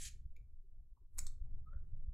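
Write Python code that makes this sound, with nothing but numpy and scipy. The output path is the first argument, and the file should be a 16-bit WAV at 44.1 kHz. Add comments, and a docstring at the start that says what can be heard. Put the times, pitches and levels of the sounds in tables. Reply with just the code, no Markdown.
"""In a small room, close to the microphone, a trading card is slid into a clear plastic holder.
Plastic rubs briefly (dense random slips), the card's corner ticks against the opening (a noise burst), then
the card snaps home (noise cracks and decaying modes) and settles with a lighter click. A fingertip squeaks
faintly (a wavering tone) and soft touches sound (damped resonances). Low handling rumble, bumps, finger
friction and hiss (coloured noise and pulses) lie beneath; echoes and a diffuse tail give the room."""
import sys
import numpy as np
from scipy import signal
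from scipy.fft import rfft, irfft
from scipy.io import wavfile

SR = 44100
rng = np.random.default_rng(int(sys.argv[2]) if len(sys.argv) > 2 else 0)


def store_wav(level_fs):
    """Save 16-bit WAV to argv[1]."""
    pcm = np.round(np.clip(np.atleast_2d(level_fs), -1, 1) * 32767)
    wavfile.write(sys.argv[1], SR, pcm.T.astype(np.int16))


N = 94197
T = np.arange(N) / SR  # time of each sample in seconds

# In every colour table the levels are relative: the coloured signal is scaled to rms 1.

# Catches of the card in the holder. Each row: start in seconds, ring gain in dB, crack level in dB.
CLICKS = [(1.1832, -64, -51), (1.1853, -52, -49), (1.1894, -35, -38.5), (1.1907, -34, -47)]
# Modes of the holder. Each row: frequency in Hz, level in dB before the ring gain, t60 in seconds.
HOLDER_MODES = [(5500, -17, .012), (6500, -16, .012), (7016, -6, .016), (7867, -3, .018), (8500, -15, .012),
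                (11800, -21, .01)]
# Spectrum of the cracks. Each row: frequency in Hz, level in dB.
CRACK_COLOUR = [(450, -23), (700, -23.5), (900, -6.5), (1150, -8), (1350, -5), (1700, -17), (2200, -1.5),
                (2550, -14), (2850, -20.5), (3450, -33), (3750, -8.5), (5000, -14.5), (6800, 10),
                (8000, 6.5), (9200, 5.5), (10500, -3.5), (11700, 1.5), (13500, -18.5), (14800, -6.5),
                (15800, -17)]
CRACK_T60_S = .015
# The card gathers speed before it seats. Each row: time in seconds, level in dB.
PUSH_LEVEL = [(1.10, -115), (1.145, -87.5), (1.168, -86), (1.18, -62), (1.186, -42), (1.192, -110)]
# Spectrum of that slide. Each row: frequency in Hz, level in dB.
PUSH_COLOUR = [(600, -21), (1000, -1), (2200, -10), (3200, -24), (4000, -8.5), (5000, -14), (7500, -4),
               (11000, -0.5), (15500, -17)]
# The card's edge flaps back against the wall. Each row: peak time in seconds, level in dB.
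FLAPS = [(1.2668, -52), (1.2685, -52)]
# Spectrum of the flaps. Each row: frequency in Hz, level in dB.
FLAP_COLOUR = [(700, -22), (1250, -11), (1570, -19), (1950, -11.5), (2800, -25.5), (3700, 1), (4500, 0.5),
               (5100, -9.5), (5700, -0.5), (6500, -2), (8200, 2.5), (8900, 0), (9500, -20), (11000, -9),
               (11500, 0.5), (12400, -27), (15000, -22)]
# The card's edge rings on. Each row: frequency in Hz, level in dB, t60 in seconds.
FLAP_RING = [(8160, -56, 0.057)]
FLAP_RISE_S, FLAP_T60_S = .0009, .022
HOLLOW_HZ, HOLLOW_WIDTH_HZ = 3060, 610  # the holder radiates poorly here

# Pressure of the opening rub. Each row: time in seconds, level in dB.
RUB_LEVEL = [(0, -57), (.016, -49), (.038, -50), (.055, -48), (.072, -50.5), (.087, -52.5), (.096, -74.5),
             (.13, -120)]
# Spectrum of the rub's slips. Each row: frequency in Hz, level in dB.
RUB_COLOUR = [(410, -67), (700, -52), (1100, -51), (1250, -22.5), (1470, -25.5), (1580, -17.5),
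              (1690, -11.5), (2080, -16), (2160, -9), (4080, -5.5), (5150, -6), (6760, 3), (9980, -1.5),
              (13400, -12), (15500, -34)]
# Resonances of the rubbed sheet. Each row: frequency in Hz, width in Hz, initial level in dB.
RUB_RESONANCES = [(1905, 100, -15.5), (3215, 97, -19.5), (4280, 280, -21.5), (7550, 390, -9.5),
                  (10000, 190, -16)]
RUB_RING_LOSS_DB_PER_S = 89.5  # the sheet rings less as the card fills it
RUB_GRAINS_PER_S, RUB_GRAIN_SPREAD_DB = 25000, 2.2
RUB_BRIGHT_HZ, RUB_BRIGHT_DB, RUB_DULLING_DB_PER_S = 5490, -3, 60  # the treble fades as the rub slows
RUB_PATCHY_DB, RUB_PATCH_HZ = 2.5, 35
# The sheet drags harder once. Each row of its spectrum: frequency in Hz, level in dB.
RUB_DRAG_COLOUR = [(1100, -39.5), (1700, -9), (2600, -3), (3900, -2), (5500, -3), (8000, -17.5),
                   (10300, -6.5), (14000, -25.5)]
RUB_DRAG_S, RUB_DRAG_DB, RUB_DRAG_RISE_S, RUB_DRAG_T60_S = .054, -53.5, .0031, .11

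# Scuff of the card's corner on the opening. Each row: frequency in Hz, level in dB.
TICK_COLOUR = [(900, -36), (1900, -25), (2280, 7.5), (2900, -17.5), (3850, -11), (4700, -18), (6000, -25),
               (6950, -5.5), (8000, -31.5), (12700, -15), (15000, -28)]
TICK_S, TICK_DB, TICK_RISE_S, TICK_T60_S = .3665, -68, .0031, .024

# Light touches on the plastic. Each row: peak time in seconds, level in dB, frequency in Hz, width in Hz,
# rise in seconds, t60 in seconds.
TOUCHES = [(.05, -86.5, 386, 59.5, 0.022, 0.16), (.15, -84, 400, 73.7, 0.013, 0.29),
           (.15, -96, 530, 90, 0.011, .1), (0.334, -87, 550, 78.4, .008, 0.047),
           (0.383, -84.5, 455, 47.5, .012, 0.11), (0.417, -82, 291, 71, 0.01, 0.075),
           (.538, -90, 507, 90.4, 0.007, .06), (.65, -82.5, 346, 41, 0.013, .12),
           (0.74, -90.5, 642, 102.5, 0.0046, 0.08), (.802, -92.5, 712, 61.6, 0.018, 0.11),
           (0.977, -79.5, 953, 170, 0.0083, 0.045), (1.021, -83, 342, 69, 0.0069, 0.094),
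           (1.395, -83.5, 478, 79, 0.0087, 0.087), (1.468, -84.5, 757, 90.4, 0.0054, 0.12),
           (1.586, -84.5, 780, 71.4, .01, 0.11), (1.732, -67.5, 1400, 294.8, 0.0019, 0.076),
           (1.736, -93, 3260, 120, 0.0035, 0.036), (1.736, -73.5, 556.3, 98, 0.0087, .17),
           (1.946, -77.5, 560, 79.6, 0.0029, 0.075), (2.015, -81, 590, 79.2, 0.01, 0.094),
           (2.068, -86.5, 634, 79, .008, 0.082)]

# Fingertip sticking and slipping. Each row: time in seconds, pitch in Hz, level in dB.
SQUEAK = [(1.652, 1239, -100), (1.672, 1257, -67.5), (1.688, 1289, -69), (1.70, 1300, -95),
          (1.715, 1324, -75.5), (1.745, 1390, -77), (1.78, 1488, -85.5), (1.805, 1580, -100)]
SQUEAK_JITTER, SQUEAK_FLUTTER_DB = .014, -.5  # scale of the random wander: fraction of pitch, level

# Soft bumps of the hands. Each row: centre in seconds, peak level in dB, length in seconds.
BUMPS = [(.141, -46, 0.014), (0.259, -41, .0066), (0.412, -45.5, 0.009), (0.451, -50.5, 0.0071),
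         (0.538, -50.5, 0.0069), (0.596, -44, 0.018), (0.689, -52, 0.013), (.735, -52, 0.007),
         (0.8, -42.5, 0.012), (.858, -56, 0.0061), (0.926, -48.5, 0.0099), (1.019, -54, 0.0066),
         (1.057, -52.5, 0.013), (1.419, -37.5, 0.0072), (1.765, -37.5, .0061), (1.937, -40.5, 0.0051),
         (2.089, -34.5, 0.0073)]

# Level of the handling rumble. Each row: time in seconds, level in dB.
RUMBLE_LEVEL = [(0, -42), (.06, -42), (.11, -46), (.26, -46.5), (.35, -50), (.43, -52), (.6, -55.5),
                (.68, -62), (.8, -46.5), (.89, -60.5), (1.0, -60.5), (1.09, -60.5), (1.2, -39.5),
                (1.35, -46.5), (1.5, -37), (1.65, -43), (1.85, -42.5), (2.11, -42)]
# Spectrum of the rumble. Each row: frequency in Hz, level in dB.
RUMBLE_COLOUR = [(12, 13), (17, 12), (27, -1), (45, -7.5), (68, -6), (95, -17.5), (120, -13.5), (160, -26),
                 (220, -36), (300, -46)]
# Level of the soft finger friction. 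Each row: time in seconds, level in dB.
FINGER_LEVEL = [(.02, -96.5), (.16, -92), (.32, -98.5), (.4, -88), (.5, -95.5), (.66, -96.5), (.9, -95.5),
                (1.03, -93), (1.12, -95.5), (1.3, -92.5), (1.48, -85), (1.65, -86.5), (1.85, -86.5),
                (2.1, -90.5)]
# Spectrum of the finger friction. Each row: frequency in Hz, level in dB.
FINGER_COLOUR = [(120, -8), (280, 2.5), (500, -5.5), (800, -14.5), (1400, -19.5), (3000, -33),
                 (8000, -40.5)]
FINGER_LUMPS_DB, FINGER_LUMPS_HZ = 2.5, 14
# Spectrum of the hiss. Each row: frequency in Hz, level in dB.
HISS_COLOUR = [(200, 12.5), (1000, -14), (3000, -1.5), (8000, -1.5), (15000, 1)]
HISS_DB = -98
RUMBLE_SIDE_DB, FINGER_SIDE_DB, HISS_SIDE_DB = -25, -15, -1.5  # side relative to centre

# Early reflections from nearby surfaces. Each row: delay in seconds, level in dB.
ECHOES = [(.0046, -20), (.0092, -16)]
# Spectrum of the diffuse tail. 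Each row: frequency in Hz, level in dB.
ROOM_COLOUR = [(300, -3), (1200, 3.5), (2200, 3), (4000, 4), (8000, .5), (12000, -.5), (16000, 3)]
# Further colouring of the tail's side signal. Each row: frequency in Hz, level in dB.
ROOM_SIDE_COLOUR = [(300, -7.5), (1000, -11.5), (2500, -10), (6000, -10), (10000, -19.5), (13000, -6)]
ROOM_DB, ROOM_SIDE_DB, ROOM_DELAY_S, ROOM_BUILD_S = -8.5, -7.5, .005, .0013
ROOM_T60_S, TREBLE_T60_S, WALL_DAMPING_HZ = .33, .225, 1638  # the treble decays faster above this split
CUTOFF_HZ = 15800


def card_seating():
    """Impact excitation: a slide ends in catches that crack and ring the holder; then the edge flaps back."""
    slide = from_db(in_time(PUSH_LEVEL)[0]) * friction(PUSH_COLOUR)
    rings = sum(from_db(ring_db) * ring(s, HOLDER_MODES) for s, ring_db, _ in CLICKS)
    crack_level = sum(from_db(crack_db) * decay(s, CRACK_T60_S) for s, _, crack_db in CLICKS)
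    cracks = crack_level * noise(CRACK_COLOUR)
    flap_level = sum(from_db(db) * swell(s, FLAP_RISE_S, FLAP_T60_S) for s, db in FLAPS)
    flaps = flap_level * noise(FLAP_COLOUR) + ring(FLAPS[-1][0], FLAP_RING)
    hollow = signal.iirnotch(HOLLOW_HZ, HOLLOW_HZ / HOLLOW_WIDTH_HZ, fs=SR)
    return signal.lfilter(*hollow, slide + rings + cracks + flaps)


def rub():
    """Friction excitation: slips drive the sheet's resonances in turn, and the swish dulls as it slows."""
    slips = patchy(friction(RUB_COLOUR), RUB_PATCHY_DB, RUB_PATCH_HZ)
    for hz, width_hz, db in RUB_RESONANCES:
        resonance = rms_one(signal.lfilter(*signal.iirpeak(hz, hz / width_hz, fs=SR), slips))
        slips = slips + from_db(db - RUB_RING_LOSS_DB_PER_S * T) * resonance
    low = lowpass(slips, RUB_BRIGHT_HZ)
    treble = (slips - low) * from_db(RUB_BRIGHT_DB - RUB_DULLING_DB_PER_S * T)
    swish = from_db(in_time(RUB_LEVEL)[0]) * (low + treble)
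    drag_level = from_db(RUB_DRAG_DB) * swell(RUB_DRAG_S, RUB_DRAG_RISE_S, RUB_DRAG_T60_S)
    return swish + drag_level * friction(RUB_DRAG_COLOUR)


def corner_tick():
    """Transient scuffing: a short burst of coloured noise under a soft attack and exponential release."""
    return from_db(TICK_DB) * swell(TICK_S, TICK_RISE_S, TICK_T60_S) * noise(TICK_COLOUR)


def touches():
    """Damped resonance: each soft contact is one decaying tone, broadened by random wander of its frequency."""
    out = np.zeros(N)
    for s, db, hz, width_hz, rise, t60 in TOUCHES:
        wandering_hz = hz + width_hz / 2 * drift(width_hz)
        out += from_db(db) * swell(s, rise, t60) * tone(wandering_hz)
    return out


def squeak():
    """Stick-slip oscillation: a fingertip's thin, rising tone, unsteady in pitch and level."""
    hz, db = in_time(SQUEAK)
    sounding = (T > SQUEAK[0][0]) & (T < SQUEAK[-1][0])
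    wavering = tone(hz * (1 + SQUEAK_JITTER * drift(87)))
    return sounding * from_db(db + SQUEAK_FLUTTER_DB * drift(70)) * wavering


def bumps():
    """Pressure pulses: each bump is a low push flanked by two weaker swings of opposite sign."""
    out = np.zeros(N)
    for s, db, length in BUMPS:
        squared = ((T - s) / length) ** 2
        out += from_db(db) * (1 - 2 * squared) * np.exp(-squared)
    return out


def room(x):
    """Diffuse reverberation: convolution with decaying noise whose treble has its own, shorter decay."""
    mid = noise(ROOM_COLOUR)
    side = from_db(ROOM_SIDE_DB) * coloured(noise(ROOM_COLOUR), ROOM_SIDE_COLOUR)
    diffuse = (mid + side * np.array([[1], [-1]])) * (1 - np.exp(-T / ROOM_BUILD_S))
    low = lowpass(diffuse, WALL_DAMPING_HZ)
    response = low * decay(ROOM_DELAY_S, ROOM_T60_S) + (diffuse - low) * decay(ROOM_DELAY_S, TREBLE_T60_S)
    response = response / np.sqrt(np.sum(response ** 2) / 2)  # mean channel energy 1
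    return from_db(ROOM_DB) * signal.fftconvolve(x[None], response, axes=1)[:, :N]


def background():
    """Random noise: handling rumble, lumpy soft finger friction and faint hiss, each with its own spectrum."""
    rumble_colour = RUMBLE_COLOUR + [(700, -88.5)]  # falls away steeply at the top
    rumble = from_db(in_time(RUMBLE_LEVEL)[0]) * stereo_noise(rumble_colour, RUMBLE_SIDE_DB)
    finger_db = in_time(FINGER_LEVEL)[0] + FINGER_LUMPS_DB * drift(FINGER_LUMPS_HZ)
    fingers = from_db(finger_db) * stereo_noise(FINGER_COLOUR, FINGER_SIDE_DB)
    return rumble + fingers + from_db(HISS_DB) * stereo_noise(HISS_COLOUR, HISS_SIDE_DB)


def friction(colour):
    """Granular friction: dense tiny slips of uneven size and random sign, coloured by the plastic."""
    sizes = from_db(RUB_GRAIN_SPREAD_DB * np.minimum(rng.exponential(1, N), 5))
    signs = rng.choice([-1, 1], N)
    slipping = rng.random(N) < RUB_GRAINS_PER_S / SR
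    return coloured(sizes * signs * slipping, colour)


def patchy(x, depth_db, rate_hz, count=14):
    """Band modulation: each overlapping band swells and fades on its own as the plastic flexes."""
    hz = np.arange(N // 2 + 1) * SR / N
    place = np.interp(np.log(hz + 1), np.log([1000, 16000]), [0, count - 1])
    spectrum = rfft(x)
    out = np.zeros(N)
    for k in range(count):
        band = irfft(spectrum * np.maximum(1 - abs(place - k), 0), N)
        out += band * from_db(depth_db * drift(rate_hz))
    return rms_one(out)


def ring(s, modes):
    """Modal superposition: decaying sines set ringing by one contact."""
    return sum(from_db(db) * decay(s, t60) * np.sin(2 * np.pi * hz * (T - s)) for hz, db, t60 in modes)


def tone(hz):
    """Phase accumulation: a sine of rms 1 follows a changing frequency."""
    return np.sqrt(2) * np.sin(2 * np.pi * np.cumsum(hz) / SR)


def decay(s, t60):
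    """Exponential damping: instant attack at s, then 60 dB lost in t60 seconds."""
    return (T >= s) * from_db(-60 * np.maximum(T - s, 0) / t60)


def swell(s, rise, t60):
    """Gradual excitation: a Gaussian attack up to s, then exponential damping."""
    return np.where(T < s, np.exp(-((T - s) / rise) ** 2), decay(s, t60))


def coloured(x, points):
    """Spectral shaping: gain set over log frequency, with a further low cut below the first point; rms 1."""
    hz, db = np.transpose(points)
    f = np.maximum(np.arange(N // 2 + 1) * SR / N, 1)
    gain = from_db(np.interp(np.log(f), np.log(hz), db)) * np.minimum(f / hz[0], 1) ** 2
    return rms_one(irfft(rfft(x) * gain, N))


def noise(points):
    """Filtered randomness: Gaussian noise with a given spectrum."""
    return coloured(rng.standard_normal(N), points)


def stereo_noise(points, side_db):
    """Mid-side stereo: common noise plus independent noise of opposite sign in the two channels."""
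    return noise(points) + from_db(side_db) * noise(points) * np.array([[1], [-1]])


def drift(rate_hz):
    """Low-passed randomness: wander of rms 1 up to about rate_hz."""
    lowpass_sos = signal.butter(2, rate_hz, fs=SR, output="sos")
    return rms_one(signal.sosfilt(lowpass_sos, rng.standard_normal(N)))


def lowpass(x, hz):
    """Zero-phase filtering: keep the part below hz without delay."""
    return signal.sosfiltfilt(signal.butter(2, hz, fs=SR, output="sos"), x)


def in_time(rows):
    """Linear interpolation: each column of a curve, sample by sample."""
    s, *columns = np.transpose(rows)
    return [np.interp(T, s, c) for c in columns]


def rms_one(x):
    """Power normalisation: scale to unit rms."""
    return x / np.sqrt(np.mean(x ** 2) + 1e-20)


def from_db(db):
    """Logarithmic level: decibels to amplitude gain."""
    return 10 ** (np.asarray(db) / 20)


def scene():
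    """Superposition: central plastic sounds, their early reflections and room, bumps and background."""
    plastic = rub() + card_seating() + corner_tick() + touches() + squeak()
    echoes = sum(from_db(db) * np.interp(T - delay, T, plastic, left=0) for delay, db in ECHOES)
    return plastic + echoes + room(plastic) + bumps() + background()


def record(dry):
    """Band limitation: a steep elliptic low-pass cuts the top."""
    return signal.sosfilt(signal.ellip(10, .1, 80, CUTOFF_HZ, fs=SR, output="sos"), dry)


dry = scene()
out = record(dry)
store_wav(out)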